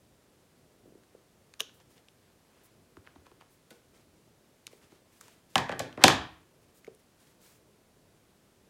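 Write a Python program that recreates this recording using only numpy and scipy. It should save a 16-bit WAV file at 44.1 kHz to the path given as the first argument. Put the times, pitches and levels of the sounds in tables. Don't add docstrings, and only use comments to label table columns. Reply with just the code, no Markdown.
import sys
import numpy as np
from scipy import signal
from scipy.fft import rfft, irfft
from scipy.io import wavfile
from scipy.ndimage import uniform_filter1d

SR = 44100
rng = np.random.default_rng(int(sys.argv[2]) if len(sys.argv) > 2 else 0)


def invert_db(x):
    u = np.asarray(x, float) / 20
    return 10 ** u


def inscribe(sig):
    pcm = np.round(np.clip(np.atleast_2d(sig).T, -1, 1) * 32767)
    wavfile.write(sys.argv[1], SR, pcm.astype(np.int16))


N = 383348
GRAIN = 4096
LEAD = 64
SILENT_DB = -140


def colour(x, points):
    hz, db = np.transpose(points)
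    f = np.maximum(np.fft.rfftfreq(len(x), 1 / SR), 1)
    gain = invert_db(np.interp(np.log(f), np.log(hz), db, left=-80))
    return irfft(rfft(x) * gain, len(x))


def band_pass(x, low_hz, high_hz):
    return signal.sosfilt(signal.butter(2, [low_hz, high_hz], "bandpass", fs=SR, output="sos"), x)


def fade(t, t60):
    return np.exp(-np.log(1000) * t / t60)


def peak(x, db):
    return x * invert_db(db) / np.max(np.abs(x))


def same_energy(x, like):
    return x * np.sqrt(np.sum(like ** 2) / np.sum(x ** 2))


def walk(rate):
    k = int(SR / rate)
    held = np.repeat(rng.standard_normal(N // k + 1), k)
    return uniform_filter1d(uniform_filter1d(held, k), k)[:N]


def hush():
    # pitch_hz, level_db (per Hz)
    hush_colour = [(19, -35), (32, -10), (95, -3), (160, -2), (207, -4), (377, -5), (633, -9), (702, -11),
                   (779, -13), (1530, -17), (1650, -17.5), (2570, -20), (9660, -24), (15800, -30)]
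    floor = colour(rng.standard_normal(N), hush_colour)
    low = signal.sosfilt(signal.butter(2, 900, fs=SR, output="sos"), floor)
    wander_db = 0.65 * walk(1.9) + 1.8 * walk(9.8)
    floor = floor + low * (invert_db(wander_db) - 1)
    return floor * invert_db(-64.5) / np.std(floor)


def room(x):
    # pitch_hz, t60_s
    room_t60 = [(60, 0.48), (300, 0.39), (600, .37), (1200, .43), (2500, 0.45), (5000, .34), (10000, 0.21),
                (16000, .18)]
    # pitch_hz, level_db
    room_colour = [(60, 1), (250, 2), (600, -2.1), (1200, 2), (2500, -3.5), (5000, -4.5), (10000, -4),
                   (16000, -7)]
    known_hz, known_t60 = np.transpose(room_t60)
    t, tail = np.arange(int(.8 * SR)) / SR, 0
    for hz in 50 * 2 ** np.arange(0, 8.6, .5):
        band = band_pass(rng.standard_normal(len(t)), hz / 2 ** .25, hz * 2 ** .25)
        tail = tail + band * fade(t, np.interp(np.log(hz), np.log(known_hz), known_t60))
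    build_up = np.clip((t - .003) / 0.0014, 0, 1)
    tail = colour(tail * build_up, [(20, -2.5)] + list(room_colour))
    return signal.fftconvolve(x, tail / np.sqrt(np.sum(tail ** 2)))[:N]


def table_ring(knocks):
    # pitch_hz, level_db, t60_s
    table_modes = [(68, -13.5, .35), (126, 4.5, .4), (249.6, -7, 0.36), (267, -2, 0.4), (317.5, -3.5, 0.5),
                   (375.5, -10.5, 0.36), (470, -12, 0.11), (622, -3.5, 0.079)]
    t = np.arange(SR // 2) / SR
    modes = sum(invert_db(db) * hz / SR * fade(t, t60) * np.sin(2 * np.pi * hz * t) for hz, db, t60 in table_modes)
    return signal.fftconvolve(knocks, modes)[:N]


def disperse(x):
    lag_s, lag_power = .003, .55
    f = np.fft.rfftfreq(N, 1 / SR)
    lag = lag_s * ((1000 / np.maximum(f, 60)) ** lag_power - (1 / 16) ** lag_power)
    phase = 2 * np.pi * np.cumsum(lag) * SR / N
    return irfft(rfft(x) * np.exp(-1j * phase), N)


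def ring(t, hz, cycles, rough, noise):
    near = band_pass(noise, hz / 1.4, hz * 1.54)
    swell = 1 - np.exp(-2 * hz * t)
    return fade(t, cycles / hz) * swell * (np.sin(2 * np.pi * hz * t) + rough * near / np.std(near))


def hits(events, crack, crack_t60, shell_cycles, table_cycles, rough, spread):
    out, t = np.zeros((3, N + GRAIN)), np.arange(GRAIN) / SR
    click = np.roll(signal.unit_impulse(GRAIN), LEAD)
    for s, crack_db, shell_db, table_db, shell_hz, table_hz, tilt_db in events:
        noise, i = rng.standard_normal((3, GRAIN)), int(s * SR)
        tint = [(hz, db + tilt_db * np.log2(hz / 3000)) for hz, db in crack]
        burst = noise[0] * fade(t, crack_t60) * np.minimum(t / 0.00075, 1)
        bright = peak(colour(np.roll(burst, LEAD), tint), crack_db)
        shell = peak(ring(t, shell_hz, shell_cycles, rough, noise[1]), shell_db)
        knock = peak(ring(t, table_hz, table_cycles, rough, noise[2]), table_db)
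        out[0, i - LEAD:i - LEAD + GRAIN] += bright
        out[:2, i:i + GRAIN] += shell, knock
        walls = same_energy(colour(click, tint), bright)
        walls = walls + same_energy(ring(t, shell_hz, spread * shell_cycles, 0, noise[1]), shell)
        walls = walls + same_energy(ring(t, table_hz, spread * table_cycles, 0, noise[2]), knock)
        out[2, i:i + GRAIN] += walls
    return out[:, :N]


def rubbing():
    # start_s, length_s, level_db, brightness_db
    strokes = [(1.733, .08, -78.5, 10.5), (1.796, 0.036, -74.5, -9), (1.892, 0.11, -73.5, 2),
               (1.955, 0.083, -79, -10), (2.2, .2, -84, -10), (2.45, 0.42, -82.5, -13.5),
               (2.631, 0.056, -82, 18), (3.496, .08, -79, 10), (3.71, .12, -73.5, 1),
               (3.93, 0.125, -73.5, -4.5), (4.08, .3, -88, -7), (4.702, 0.12, -70, -0.5),
               (4.803, 0.11, -73, -6), (4.895, 0.13, -73.5, -6), (5.11, .14, -70.5, 1.5),
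               (5.21, 0.23, -69, -3), (5.487, .12, -70, 0), (6.611, .05, -76, 0.2), (6.68, .04, -79, -6),
               (6.739, .08, -70.5, 5), (6.987, .04, -77.5, 4.8), (7.18, .2, -70.5, -1),
               (7.395, .22, -66, 1.7)]
    # share of brightness, level_db, low_hz, high_hz
    layers = ((1, -2, 7500, 18000), (0, 0, 3670, 9620), (-0.75, -1, 840, 3340), (-1.1, -2.5, 88, 520))
    stroke_shape = np.array([0, .13, 1 - .55, 1])
    t, out = np.arange(N) / SR, 0
    slips = invert_db(2.106 * walk(60) + 1.6 * rng.exponential(size=N))
    for lean, layer_db, low_hz, high_hz in layers:
        hiss = band_pass(slips * rng.standard_normal(N), low_hz, high_hz)
        gain = 0
        for s, length, db, bright_db in strokes:
            speed = np.interp(t, s + length * stroke_shape, [0, 1, 1, 0])
            gain = gain + invert_db(db + layer_db + lean * bright_db) * speed
        out = out + hiss / np.std(hiss) * gain
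    return out


def peeling():
    # end_s, length_s, level_db, centre_hz
    peels = [
        (3.074, 0.028, -64.5, 1800),
        (3.163, .012, -68.5, 2200),
        (3.27, 0.022, -66, 1800),
        (3.424, .026, -67.5, 2000),
        (3.729, 0.027, -64.5, 4000),
        (5.217, 0.012, -60, 6160),
        (5.731, 0.047, -45, 1300),
        (5.808, 0.013, -43, 2500),
        (6.012, 0.037, -48, 798),
        (6.035, 0.027, -39.5, 1100),
    ]
    out = np.zeros(N)
    for end, length, db, hz in peels:
        chance, size = rng.random((2, GRAIN)), min(int(length * SR), GRAIN)
        snaps = (chance[0] < .06) * np.log(chance[1] + 1e-9) * (-1) ** np.arange(GRAIN)
        snaps[:size] *= np.linspace(.3, 1, size)
        snaps[size:] = 0
        grain = band_pass(snaps, hz / 2.3, hz * 1.8)
        out[int(end * SR) - size:][:GRAIN] += grain * invert_db(db) / np.std(grain[:size])
    return out


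def pad_dabs():
    # start_s, level_db, pitch_hz
    thuds = [(.853, -49.5, 380), (.872, -48, 320), (.918, -49.5, 370), (0.9494, -45.5, 370),
             (1.1455, -45, 440), (2.966, -51, 93), (2.968, -43.5, 335), (3.158, -47, 314),
             (3.158, -56, 78.5), (3.265, -55, 610), (3.314, -52, 397), (3.328, -64, 110), (3.71, -51, 220),
             (4.7285, -44.5, 447), (4.921, -47, 323), (6.8742, -36, 446), (6.879, -40, 456),
             (6.892, -53, 470), (6.907, -56, 452)]
    # start_s, level_db, pitch_hz, crack_db (re tap)
    taps = [(1.0342, -56, 1500, -5), (1.1479, -58, 706, -8), (2.968, -41, 1230, -12.5),
            (3.0722, -37.5, 1620, -22), (3.158, -44, 850, -18), (3.265, -44.5, 915, -7),
            (3.314, -47.5, 960, -11), (3.409, -45, 1040, -4.5), (3.42, -47, 835, -13),
            (3.417, -50, 2100, -18), (3.411, -48, 2600, -20), (4.7278, -60, 1580, 7), (4.92, -55, 802, -2),
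            (6.8742, -49.5, 1110, -5.5)]
    # pitch_hz, level_db (per Hz)
    pad_crack = [(2000, -10), (4000, -7.5), (8000, -13), (16000, -20.5)]
    soft = [(s, SILENT_DB, SILENT_DB, db, hz, hz, 0) for s, db, hz in thuds]
    soft += [(s, db + crack, db, SILENT_DB, hz, hz, -4) for s, db, hz, crack in taps]
    dabs = hits(soft, pad_crack, crack_t60=0.016, shell_cycles=4.6, table_cycles=8.0, rough=0.23, spread=0.66)
    # start_s, crack_db, ring_db, knock_db, ring_hz, knock_hz, tilt_db
    hollow = (3.7049, -43.5, -47, -47.5, 1480, 478, 2.5)
    dabs += hits([hollow], pad_crack, crack_t60=0.039, shell_cycles=110.0, table_cycles=110.0,
                 rough=0.69, spread=0.99)
    return dabs


def ticks(rows, knock_db, knock_hz):
    return [(s, db, db + ring_db, db + knock_db, hz, knock_hz, tilt) for s, db, ring_db, hz, tilt in rows]


def stamp_block():
    # start_s, crack_db, ring_db (re crack), ring_hz, tilt_db (per octave)
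    edge_ticks = [
        (1.594, -43, -25, 1700, 2),
        (1.5975, -33, -12, 1700, -2.5),
        (1.6009, -34, -3, 1230, 5),
        (1.6043, -15.5, -29, 1170, -2.86),
        (1.6056, -32, -6, 1100, 0.5),
        (1.614, -36, -5, 1690, 4),
        (6.846, -47, 4.5, 2110, -1),
        (6.868, -56, 9, 2242, 3),
        (6.949, -59, 12, 9500, 3),
    ]
    # start_s, crack_db, ring_db (re crack), ring_hz, tilt_db (per octave)
    nail_ticks = [
        (1.5382, -42.5, -3.5, 1330, -4.5),
        (1.801, -53.5, -1, 880, -9),
        (1.9794, -61, 12, 2900, -2),
        (2.0849, -43.5, -16, 1100, -9),
        (4.6677, -29.5, -9.5, 2250, -2),
        (4.6765, -44, -5, 1140, -5),
        (4.8594, -66, 2, 2390, 3),
        (5.2106, -36, -7, 1230, 12),
        (5.281, -44.5, -4, 920, 2),
    ]
    # pitch_hz, level_db (per Hz)
    block_crack = [(1500, -24), (2300, -20.5), (2900, -2), (3700, -4.5), (4800, -14), (5700, -3.5),
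                   (6800, -4.5), (7500, -20.5), (9300, -14), (11200, -18), (13000, -14), (16000, -28)]
    nail_crack = [(1500, -42), (2500, -4.5), (5000, -0.9), (9000, -4.5), (12000, -13), (16000, -24)]
    block = hits(ticks(edge_ticks, -20, 442), block_crack, crack_t60=0.01186, shell_cycles=22.0,
                 table_cycles=24.0, rough=0.32, spread=0.16)
    block += hits(ticks(nail_ticks, -26, 435), nail_crack, crack_t60=0.0087, shell_cycles=19.5,
                  table_cycles=11.0, rough=1.0, spread=.4)
    return block


def ink_case():
    # start_s, blow_db, edge_crack_db (re blow), tilt_db (per octave), shell_hz
    case_blows = [(5.5551, -8.5, -6.5, 0, 800), (5.5788, -20, 0.5, -2, 919), (5.591, -27, -9, -4.5, 1099),
                  (5.692, -22, -14, -3, 580), (5.716, -31.5, -6, -7, 1087), (5.722, -26, -12.5, -6, 587.2),
                  (5.7925, -35.5, 13.5, 2.5, 1086), (5.797, -33, -2, -1.5, 1194),
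                  (5.8, -21.5, -18, -5.5, 580), (5.926, -51.5, 9, -6, 1209), (5.974, -34, -17.5, -5.5, 800),
                  (6.0147, -41, 1, -.1, 847), (6.0265, -33.5, -2, -1, 896), (6.0377, -3.5, 8, -2.03, 747.5),
                  (6.0797, -9, 3.5, 0.6, 1203), (6.099, -18, -3, -5.5, 1233)]
    # start_s, level_db, knock_hz
    landings = [
        (5.974, -31, 400),
        (6.0374, -13, 249.9),
    ]
    # pitch_hz, level_db (per Hz)
    case_crack = [(1500, -17.5), (2400, -8), (3200, 1), (4500, -4), (6200, -5.5), (7600, -8),
                  (10000, -13.5), (13000, -17), (16000, -33)]
    blows = [(s, db + edge, db, -22.5 + .55 * db, hz, 220, tilt) for s, db, edge, tilt, hz in case_blows]
    blows += [(s, SILENT_DB, SILENT_DB, db, hz, hz, 0) for s, db, hz in landings]
    case = hits(blows, case_crack, crack_t60=.016, shell_cycles=16.0, table_cycles=2.9, rough=0.94, spread=0.25)
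    lid_hz, lid_db = 1770, -2
    lid = [(s, SILENT_DB, db + lid_db, SILENT_DB, lid_hz, 260., 0) for s, db, *_ in case_blows]
    case += hits(lid, case_crack, crack_t60=.016, shell_cycles=15, table_cycles=6., rough=1.0, spread=0.75)
    return case


def scene():
    case, block, dabs = ink_case(), stamp_block(), pad_dabs()
    grit = peeling()
    air, knocks, _ = case + dabs
    through_table = air + knocks + block[1] + invert_db(-1.5) * table_ring(case[1])
    near = disperse(through_table) + block[0] + grit
    far = invert_db(-8.0) * case[2] + invert_db(-18.0) * block[2] + invert_db(-15.0) * dabs[2] + invert_db(-6.0) * grit
    no_bass = signal.butter(6, 60, "highpass", fs=SR, output="sos")
    table = signal.sosfilt(no_bass, near + room(disperse(far)))
    return (table + rubbing() + hush())[None]


def roll_off(x):
    return signal.sosfilt(signal.butter(12, 15970, fs=SR, output="sos"), x)


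def record(dry):
    return roll_off(np.clip(dry, -1, 1))


dry = scene()
out = record(dry)
inscribe(out)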